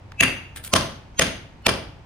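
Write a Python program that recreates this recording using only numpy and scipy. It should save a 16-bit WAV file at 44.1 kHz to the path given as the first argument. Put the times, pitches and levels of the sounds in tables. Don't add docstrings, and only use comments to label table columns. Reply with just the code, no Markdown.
import sys
import numpy as np
from scipy import signal
from scipy.fft import rfft, irfft
from scipy.io import wavfile

SR = 44100
rng = np.random.default_rng(int(sys.argv[2]) if len(sys.argv) > 2 else 0)


def materialize(psi):
    bounded = np.clip(np.atleast_2d(psi).T, -1, 1)
    quanta = np.round(bounded * 32767).astype(np.int16)
    wavfile.write(sys.argv[1], SR, quanta)


N = 90405
TIME = np.arange(N) / SR


def from_db(db):
    return 10 ** (np.asarray(db) / 20)


def rms_one(x):
    return x / np.sqrt(np.mean(x ** 2) + 1e-20)


def at_hz(points, hz):
    f, v = np.transpose(points)
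    return np.interp(np.log(hz), np.log(f), v)


def bins(x):
    return np.maximum(np.fft.rfftfreq(x.shape[-1], 1 / SR), 1)


def colour(x, db):
    return irfft(rfft(x) * from_db(db), x.shape[-1])


def low_pass_db(ratio):
    return -10 * np.log10(1 + ratio ** 2)


def decay(t, t60):
    return np.exp(-np.log(1000) * t / t60)


def spread(pair, likeness):
    c = np.clip(likeness, -.99, .99)
    mid, side = rfft(pair)
    shared = np.sqrt((1 + c) / 2) * mid
    opposed = np.sqrt((1 - c) / 2) * side
    return irfft(shared + opposed * [[1], [-1]], pair.shape[-1])


# (f/Hz, likeness)
LIKENESS = [(60, 1), (140, .9), (300, 0.78), (640, 0.45), (1400, 0.15), (10000, 0.044)]


def diffuse_noise():
    return spread(rng.standard_normal((2, N)), at_hz(LIKENESS, bins(TIME)))


def burst(s, rise, fall, count=3):
    t = TIME - s
    shape = np.exp(np.minimum(t / rise, -t / fall).clip(-60, 0))
    x = rng.standard_normal((2, N)) * shape
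    for _ in range(count):
        even = irfft(np.exp(1j * np.angle(rfft(x))), N)
        x = even * shape ** .25
    return rms_one(x) / np.sqrt(N)


CRACK_LIKENESS = 0.57
PORT_LAG_S = 4.5e-5
# (f/Hz, left minus right level/dB)
NEAR_PAN = [(200, -31), (500, 18), (1100, -1), (2300, 3), (4500, -7), (12000, 3)]


def near(pair):
    hz = bins(TIME)
    pair = spread(pair, np.maximum(CRACK_LIKENESS, at_hz(LIKENESS, hz)))
    half_level = np.log(from_db(at_hz(NEAR_PAN, hz))) / 2
    half_lag = 1j * np.pi * hz * PORT_LAG_S
    return irfft(rfft(pair) * np.exp((half_level + half_lag) * [[1], [-1]]), N)


AIR_DB = -42.5
# (f/Hz, level per Hz/dB)
AIR = [(20, -4), (45, -7.5), (95, -4.5), (130, -9), (200, -16.5), (500, -26), (900, -24), (1300, -31.5),
       (2600, -34.5), (3700, -41.5), (5000, -44), (9000, -55), (15000, -69)]
# (f/Hz, level/dB)
HUM = [(92, -55), (904, -65)]


def background():
    air = from_db(AIR_DB) * rms_one(colour(diffuse_noise(), at_hz(AIR, bins(TIME))))
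    hum = sum(from_db(db) * np.sin(2 * np.pi * (hz * TIME + rng.random())) for hz, db in HUM)
    return air + hum


TICK_FALL_S = 0.0029
TICK_SLOPE_DB = 9
# (t/s, level/dB, pitch f/Hz)
TICKS = [(0.1203, -2, 1280), (1.147, -27, 2400), (1.624, -34.5, 9000)]


def ticks():
    hz, out = bins(TIME), 0
    for s, db, pitch in TICKS:
        peak_db = db - TICK_SLOPE_DB * abs(np.log2(hz / pitch))
        out = out + colour(burst(s, TICK_FALL_S / 2, TICK_FALL_S), peak_db)
    return near(out)


DULL_RISE_S, DULL_FALL_S, DULL_HZ = 0.00497, 0.00248, 7500
SNAP_DB, SNAP_S = -1.5, 0.0007


def crack_bursts(s):
    roll_off_db = low_pass_db((bins(TIME) / DULL_HZ) ** 2)
    dull = colour(burst(s, DULL_RISE_S, DULL_FALL_S), roll_off_db)
    return dull + from_db(SNAP_DB) * burst(s, SNAP_S, 2 * SNAP_S)


def ring(modes, s):
    t, out = np.maximum(TIME - s, 0), 0
    for hz, db, t60 in modes:
        strength_db = db + .5 * rng.normal()
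        out = out + from_db(strength_db - 60 * t / t60) * np.sin(2 * np.pi * hz * t)
    return out


KNOCK_HZ = [545, 658, 1098]
# (level/dB, t60/s)
KNOCK_MODES = [(-17.5, 0.035), (-22.5, 0.098), (-29.5, 0.022)]


def knock(s):
    return ring(np.column_stack([KNOCK_HZ, KNOCK_MODES]), s)


# (f/Hz, t60/s)
THUMP_MODES = [(93, .3), (150, .22), (192, .2), (262, .1)]
THUMP_LEVELS_DB = [-30.5, -39.5, -35, -22.5]


def thump(s):
    return ring([(hz, db, t60) for (hz, t60), db in zip(THUMP_MODES, THUMP_LEVELS_DB)], s)


BLADE_BLUR = .002
# (f/Hz, t60/s)
BLADE_MODES = [(1835, .3), (2022, .2), (2615, .2), (2781, .32), (2842, .3), (3012, .18), (4655, .4),
               (5190, .18), (6245, .4), (6335, .2), (9700, .12), (10590, .1)]
BLADE_LEVELS_DB = [-42.5, -40.5, -26.5, -27.5, -40.5, -41, -39, -47.5, -35, -44.5, -52, -40]


def blade(s, tilt_db):
    t, out = np.maximum(TIME - s, 0), 0
    middle_hz = np.median([hz for hz, _ in BLADE_MODES])
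    for (hz, t60), db in zip(BLADE_MODES, BLADE_LEVELS_DB):
        strength_db = db + tilt_db * np.log2(hz / middle_hz) + rng.normal()
        level = from_db(strength_db) * decay(t, t60)
        wander = np.cumsum(rng.standard_normal(N)) * np.sqrt(2 * np.pi * BLADE_BLUR * hz / SR)
        offset = rng.uniform(-1, 1) * np.array([[1], [-1]])
        out = out + level * np.sin(2 * np.pi * hz * t + wander + offset)
    return out * (TIME > s)


CRACK_DB, THUD_LAG_S, BLADE_DIRECT_DB = 12.5, 0.00149, -2
CLINK_OCTAVES = 0.054
CRACK_SEND_DB, CLINK_SEND_SHARE, SEND_DULL_HZ = 2.5, 0.62, 11000
BLADE_SEND_DB, BODY_SEND_DB = -1, -9
# (t/s, crack level/dB, knock level/dB, blade level/dB, blade tilt/dB per octave, yard level/dB)
BLOWS = [(0.2095, 2.5, -6, 3.5, -5, 0), (0.738, 1.5, 3.5, -5, 6.5, 1), (1.1957, 0.5, 3, -3, 7, 0.5),
         (1.6675, 5.5, 4, -8.5, -0.5, -4)]
TONE_HZ = [600, 1200, 2200, 4800, 10000]
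BLOW_TONES = [(-14.5, -4.5, 5, -5, 1), (1, -2, -2.5, 5, 0.61), (-4.5, -3.5, 1.5, 3, 0.87),
              (1.5, -4, -3, 2, -2.7)]
# (f/Hz, level per Hz/dB)
CRACK = [(60, -12), (200, -3), (600, -0.5), (1400, 4.5), (2200, 2), (3200, 3), (4100, -5), (6200, -6),
         (7600, -6), (9600, 0.5), (11000, -10), (12300, -11), (14500, -5), (16000, -57)]
# (f/Hz, level/dB, f/Hz, level/dB)
CLINKS = [(2630, 14.5, 6560, 17.5), (1050, 9.5, 6050, 8.5), (1920, 7, 6530, 17), (2327, 8.5, 5000, 2.5)]


def axe():
    cracks, rings, sent, hz = 0, 0, 0, bins(TIME)
    for blow, tone, clinks in zip(BLOWS, BLOW_TONES, CLINKS):
        s, crack_db, knock_db, ring_db, tilt_db, yard_db = blow
        clink_db = 0
        for pitch, peak_db in zip(clinks[::2], clinks[1::2]):
            clink_db = clink_db + peak_db / (1 + (np.log2(hz / pitch) / CLINK_OCTAVES) ** 2)
        stone_db = crack_db + CRACK_DB + at_hz(CRACK, hz) + at_hz(list(zip(TONE_HZ, tone)), hz)
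        body = from_db(knock_db) * knock(s + THUD_LAG_S) + thump(s + THUD_LAG_S)
        steel = from_db(ring_db) * blade(s, tilt_db)
        cracks = cracks + colour(crack_bursts(s), stone_db + clink_db)
        rings = rings + body + from_db(BLADE_DIRECT_DB) * steel
        send_db = CRACK_SEND_DB + stone_db + CLINK_SEND_SHARE * clink_db
        send_db = send_db + low_pass_db(hz / SEND_DULL_HZ)
        crack_send = colour(burst(s, SNAP_S, 2 * SNAP_S, count=5)[0], send_db)
        thud_and_ring = from_db(BODY_SEND_DB) * body + from_db(BLADE_SEND_DB) * steel[0]
        sent = sent + from_db(yard_db) * (crack_send + thud_and_ring)
    return near(cracks) + rings, sent


ECHO_DULL_HZ = 6000
SLAP_S, SLAP_WIDTH_S, SLAP_DB = 0.026, .0045, -32.5
TAIL_START_S, TAIL_DB = 0.014, -33.5
EARLY_SCATTER_DB = -13
ECHO_S = [.0175, .0235, .0265, .049, .072]
# (level/dB, left minus right level/dB)
ECHOES = [(-17.5, -9), (-8, 0.34), (-17.5, 4.8), (-26.5, 6), (-19, 6.8)]
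# (f/Hz, level/dB)
YARD_COLOUR = [(80, 6.5), (250, 6.5), (600, 5), (1200, 5.5), (2500, 1.5), (5000, 5), (7500, -4), (10000, 3),
               (12000, -14), (15000, 2)]
# (f/Hz, t60/s)
YARD_T60 = [(80, 0.76), (300, 0.62), (1000, 0.48), (2500, .52), (5000, .44), (9000, 0.34), (14000, 0.41)]


def yard_response():
    hz = bins(TIME)
    slap_shape = np.exp(-.5 * ((TIME - SLAP_S) / SLAP_WIDTH_S) ** 2)
    out = diffuse_noise() * from_db(SLAP_DB) * slap_shape
    opening = np.where(TIME < TAIL_START_S, from_db(EARLY_SCATTER_DB), 1)
    tail = rfft(diffuse_noise())
    centres = np.geomspace(60, 15000, 12)
    for centre, band in zip(centres, np.eye(len(centres))):
        band_noise = irfft(tail * np.interp(np.log(hz), np.log(centres), band), N)
        out += band_noise * from_db(TAIL_DB) * opening * decay(TIME, at_hz(YARD_T60, centre))
    echoes = np.zeros((2, N))
    for s, (db, pan_db) in zip(ECHO_S, ECHOES):
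        for side, sign in enumerate((1, -1)):
            arrival = int(s * SR) + rng.integers(0, 10)
            echoes[side, arrival] += from_db(db + sign * pan_db / 2)
    out += colour(echoes, low_pass_db(hz / ECHO_DULL_HZ))
    return colour(out, at_hz(YARD_COLOUR, hz))


RUMBLE_DB, RUMBLE_HZ, RUMBLE_RISE_S, RUMBLE_T60 = -22.5, 150, 0.0089, 0.51
RUMBLE_SLOPE_DB = 2


def ground():
    level = 0
    for blow in BLOWS:
        age = np.maximum(TIME - blow[0], 0)
        level = level + (1 - np.exp(-age / RUMBLE_RISE_S)) * decay(age, RUMBLE_T60)
    low_db = -RUMBLE_SLOPE_DB * np.log2(bins(TIME) / RUMBLE_HZ) ** 2
    return from_db(RUMBLE_DB) * level * rms_one(colour(diffuse_noise(), low_db))


SCUFF_CATCH_S, SCUFF_CATCH_DB = .0015, 3
SCUFF_GRAIN_DB, SCUFF_EDGE_S = 5, .003
# (start t/s, length t/s, level/dB, tilt/dB per octave)
SCUFFS = [(0.562, .02, -35, 0), (0.639, .039, -35.5, 2.5)]
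# (f/Hz, level/dB)
SCUFF = [(200, -11), (900, -17.5), (1500, -5.5), (2200, -8.5), (3300, -6.5), (5500, -14.5), (7200, -13),
         (9000, -4), (11500, -16), (14000, -8.5), (16000, -32)]


def scuffs():
    out, hz, catches = 0, bins(TIME), np.arange(0, N / SR, SCUFF_CATCH_S)
    for s, length, db, tilt_db in SCUFFS:
        grip_db = SCUFF_CATCH_DB * np.interp(TIME, catches, rng.standard_normal(len(catches)))
        grain_db = SCUFF_GRAIN_DB * rng.standard_normal(N)
        grit = rng.standard_normal((2, N)) * from_db(grip_db + grain_db)
        slide = rms_one(colour(grit, at_hz(SCUFF, hz) + tilt_db * np.log2(hz)))
        outside = np.maximum(np.maximum(s - TIME, TIME - s - length), 0)
        out = out + from_db(db) * np.exp(-outside / SCUFF_EDGE_S) * slide
    return near(out)


TICK_YARD_DB, SCUFF_YARD_DB = -14, -8.5


def scene():
    blows, sent = axe()
    scuff, tick = scuffs(), ticks()
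    sent = sent + from_db(SCUFF_YARD_DB) * scuff[0] + from_db(TICK_YARD_DB) * tick[0]
    yard = signal.fftconvolve(sent[None], yard_response(), axes=1)[:, :N]
    yard = yard * from_db([[.3], [-.3]])
    return background() + tick + blows + yard + ground() + scuff


LOW_CUT_HZ = 34
CUTOFF_HZ = 16800


def record(dry):
    dry = signal.sosfilt(signal.butter(2, LOW_CUT_HZ, "high", fs=SR, output="sos"), dry)
    rounded = .95 * dry / (1 + dry ** 4) ** (1 / 4)
    return signal.sosfilt(signal.cheby2(16, 70, CUTOFF_HZ, fs=SR, output="sos"), rounded)


dry = scene()
out = record(dry)
materialize(out)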